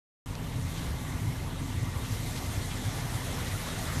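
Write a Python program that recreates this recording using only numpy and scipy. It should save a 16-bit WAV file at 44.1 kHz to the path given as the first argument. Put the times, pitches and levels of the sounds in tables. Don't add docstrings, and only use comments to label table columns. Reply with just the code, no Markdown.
import sys
import numpy as np
from scipy import signal
from scipy.fft import rfft, irfft
from scipy.io import wavfile
from scipy.ndimage import uniform_filter1d

SR = 44100
rng = np.random.default_rng(int(sys.argv[2]) if len(sys.argv) > 2 else 0)


def store_pcm(level_fs):
    pcm = np.round(np.clip(level_fs, -1, 1) * 32767).astype(np.int16)
    wavfile.write(sys.argv[1], SR, np.atleast_2d(pcm).T)


N = 176400


def undb(db):
    return 10 ** (np.asarray(db) / 20)


def unit(x):
    return x / np.sqrt(np.mean(x ** 2) + 1e-20)


def curve(rows):
    return np.interp(np.arange(N) / SR, *np.array(rows).T)


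def wander(rate_hz):
    hold = max(int(SR / rate_hz), 2)
    steps = rng.standard_normal(1024)[np.arange(N) // hold % 1024]
    return unit(uniform_filter1d(uniform_filter1d(steps, hold), hold // 2))


def bin_hz():
    return np.maximum(np.arange(N // 2 + 1) * SR / N, 1)


def equalise(x, points):
    hz, db = np.array(points).T
    gain = undb(np.interp(np.log(bin_hz()), np.log(hz), db))
    return unit(irfft(rfft(x) * gain, N))


def band(x, hz, octaves):
    bell = np.exp(-.5 * (np.log2(bin_hz() / hz) / octaves) ** 2)
    return unit(irfft(rfft(x) * bell, N))


def swell(peak_s, half_length_s):
    return np.exp(-((np.arange(N) / SR - peak_s) / half_length_s) ** 2)


def churn(rate_hz, own_db, shared_db, bands=24):
    spectrum, out = rfft(rng.standard_normal(N)), 0
    place = np.interp(np.log(bin_hz()), np.log([400, 14000]), [0, bands - 1])
    for k in range(bands):
        strip = irfft(spectrum * np.maximum(1 - abs(place - k), 0), N)
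        out = out + strip * undb(own_db * wander(rate_hz))
    return unit(out * undb(shared_db * wander(rate_hz / 2)))


# freq_hz, gain_db
WIND_EQ = [(15, -23), (28, -46), (52, -8.5), (73, -5), (108, -1), (128, -3), (145, -10), (190, -12),
           (228, -15), (256, -8.5), (295, -16.5), (340, -23), (500, -36.5), (1500, -49)]
# time_s, level_db
WIND_FADER = [(.26, -38.5), (.48, -38.5), (.56, -36), (1.3, -36), (1.5, -35.8), (1.9, -35.9), (2.25, -35),
              (2.7, -36.5), (3.4, -35.5), (4, -35.5)]


def wind(buffet_db=1, buffet_hz=22):
    rumble = equalise(rng.standard_normal(N), WIND_EQ)
    return rumble * undb(curve(WIND_FADER) + buffet_db * wander(buffet_hz))


# pitch_hz, width_hz, level_db
DRONE_PARTIALS = [(38.9, 2.06, -44), (158, 7, -46.5)]


def drone(waver_db=2):
    out = 0
    for hz, width_hz, db in DRONE_PARTIALS:
        amplitude = np.sqrt(2) * undb(db + waver_db * wander(6))
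        pitch_hz = hz + width_hz / 2 * wander(2 * width_hz)
        out = out + amplitude * np.sin(2 * np.pi * np.cumsum(pitch_hz) / SR)
    return out


# freq_hz, gain_db
WASH_EQ = [(200, -1), (320, 0.5), (500, -1), (750, -2.5), (950, 2.5), (1180, -4), (1500, -15.5),
           (2000, -19), (2500, -15.5), (3700, -15), (5000, -22), (13000, -36)]
# centre_hz, width_octaves, base_level_db
HOLLOW_BANDS = [(1170, 0.022, -62.5), (1900, 0.03, -63), (2071, 0.031, -59.5)]
# time_s, gain_db
HOLLOW_FADER = [(.26, -7), (.47, -7), (.54, 1), (1.0, 1.2), (1.55, -0.5), (1.8, 3), (4, 1)]


def distant_surf(wash_db=-49, flicker_db=1, flicker_hz=40):
    wash = equalise(churn(rate_hz=24, own_db=2, shared_db=1.1), WASH_EQ)
    hollows = 0
    for hz, octaves, db in HOLLOW_BANDS:
        ring = band(rng.standard_normal(N), hz, octaves)
        hollows = hollows + undb(db) * unit(ring * undb(flicker_db * wander(flicker_hz)))
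    return undb(wash_db) * wash + hollows * undb(curve(HOLLOW_FADER))


def bubbles(per_s=240, low_hz=592.7, high_hz=3860, decay_cycles=19.7, glide=.0827, spread_db=2.5):
    out = np.zeros(N + SR)
    for when, pitch, softness in rng.random((3000, 3))[:int(per_s * N / SR)]:
        hz = low_hz * (high_hz / low_hz) ** pitch
        decay_samples = decay_cycles * SR / hz
        age = np.arange(int(4 * decay_samples)) / decay_samples
        ring = np.sin(2 * np.pi * decay_cycles * age * (1 + glide * age / 2)) * np.exp(-age)
        start = int(when * N)
        out[start:start + len(age)] += ring * undb(-spread_db * np.log(max(softness, .02)))
    return unit(out[:N])


# freq_hz, gain_db
ROAR_EQ = [(150, 1), (300, -1), (450, 2), (750, -1.5), (1000, -4), (1220, -3.5), (1340, -5.5), (1450, -3),
           (1600, -8), (1720, -3), (2150, -6.5), (2350, -8.5), (3800, -8.5), (4800, -18), (13000, -40)]
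# time_s, gain_db
WAVE_FADER = [(.26, -51), (.5, -50), (.8, -46.5), (1.05, -47.5), (1.6, -49), (1.95, -47), (2.5, -45),
              (3, -44), (3.5, -43.2), (3.7, -42.5), (4, -44)]


def incoming_wave(roar_db=1.5, bubble_db=-8):
    roar = equalise(churn(rate_hz=32, own_db=2.6, shared_db=1), ROAR_EQ)
    return (undb(roar_db) * roar + undb(bubble_db) * bubbles()) * undb(curve(WAVE_FADER))


# freq_hz, gain_db
FOAM_EQ = [(500, -15), (1400, -3), (2200, 3.5), (2650, -1.5), (3300, 2), (4050, 2.5), (4800, 0), (6100, 3),
           (7500, 1.3), (9500, 0.5), (12500, -2), (14000, -6)]
# time_s, gain_db
FOAM_FADER = [(.26, -55), (.45, -53), (.64, -51), (.79, -48.5), (.92, -50.5), (1.2, -50.5), (1.52, -53),
              (1.7, -51), (1.97, -50), (2.07, -47), (2.34, -45.5), (2.55, -46), (3, -46), (3.6, -44.5),
              (4, -44)]


def foam(trim_db=2, pops_per_s=2500, pop_db=-6, spread_db=4):
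    hiss = churn(rate_hz=36, own_db=2, shared_db=.43)
    sizes = undb(spread_db * np.minimum(rng.exponential(size=N), 4))
    polarity = np.sign(rng.standard_normal(N))
    pops = unit(sizes * polarity * (rng.random(N) < pops_per_s / SR))
    return equalise(hiss + undb(pop_db) * pops, FOAM_EQ) * undb(trim_db + curve(FOAM_FADER))


# peak_s, half_length_s, level_db, pitch_hz
GUST_HITS = [(.31, 0.0067, -29.5, 95.3), (0.578, 0.072, -34, 120), (0.673, 0.04, -33.5, 85),
             (0.91, 0.042, -33, 65), (1.157, 0.0087, -26.5, 91.4), (1.287, 0.015, -26, 105),
             (1.384, 0.01, -32.5, 100.3), (1.684, 0.012, -31.5, 100), (1.78, 0.013, -28.5, 100),
             (1.833, 0.011, -26.5, 109), (2.13, 0.06, -38, 105.8), (2.489, 0.017, -29, 91.8),
             (2.584, 0.017, -29.5, 96.3), (2.88, 0.025, -28.5, 99.7), (3.159, 0.011, -26.5, 104.4),
             (3.409, 0.012, -31.5, 99.5), (3.558, 0.019, -30, 106)]


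def gusts(wobble=.1018):
    warped_s = np.cumsum(1 + wobble * wander(80)) / SR
    out = 0
    for peak_s, half_length_s, db, hz in GUST_HITS:
        swing = np.sqrt(2) * np.sin(2 * np.pi * hz * warped_s)
        out = out + undb(db) * swing * swell(peak_s, half_length_s)
    return out


# pitch_hz, decay_s, level_db
TICK_RINGS = [(4600, .0005, -33), (5800, .0005, -33.5), (2600, .0016, -39), (1400, .002, -41),
              (9300, .001, -42)]


def tick(start_s=.3536):
    age_s = np.maximum(np.arange(N) / SR - start_s, 0)
    return sum(undb(db) * np.sin(2 * np.pi * hz * age_s) * np.exp(-age_s / decay_s)
               for hz, decay_s, db in TICK_RINGS)


# peak_s, half_length_s, level_db, centre_hz, width_octaves
SPLASH_HITS = [(0.539, .022, -50.5, 2000, .7), (0.78, 0.019, -47.5, 3100, 0.65),
               (2.06, 0.037, -48, 3000, 0.54), (2.279, 0.015, -49, 3500, .5),
               (2.37, 0.027, -43.5, 3700, .7), (2.72, 0.016, -42.5, 2850, .5),
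               (3.476, 0.022, -46, 3500, .6), (3.525, 0.018, -43.5, 1960, 0.25),
               (3.685, 0.034, -42.5, 1090, 0.55), (3.767, .014, -47, 2900, .4),
               (3.92, 0.065, -43, 1450, .5)]


def splashes(drops_per_s=1200):
    drops = np.sign(rng.standard_normal(N)) * (rng.random(N) < drops_per_s / SR)
    return sum(undb(db) * band(drops, hz, octaves) * swell(peak_s, half_length_s)
               for peak_s, half_length_s, db, hz, octaves in SPLASH_HITS)


def scene():
    water = distant_surf() + incoming_wave() + foam() + splashes()
    return np.tile(water + wind() + gusts() + drone() + tick(), (2, 1))


def record(dry, start_s=.259, top_hz=13700):
    live = np.arange(N) / SR >= start_s
    low_pass = signal.ellip(10, .2, 80, top_hz, fs=SR, output="sos")
    return signal.sosfilt(low_pass, dry * live)


dry = scene()
out = record(dry)
store_pcm(out)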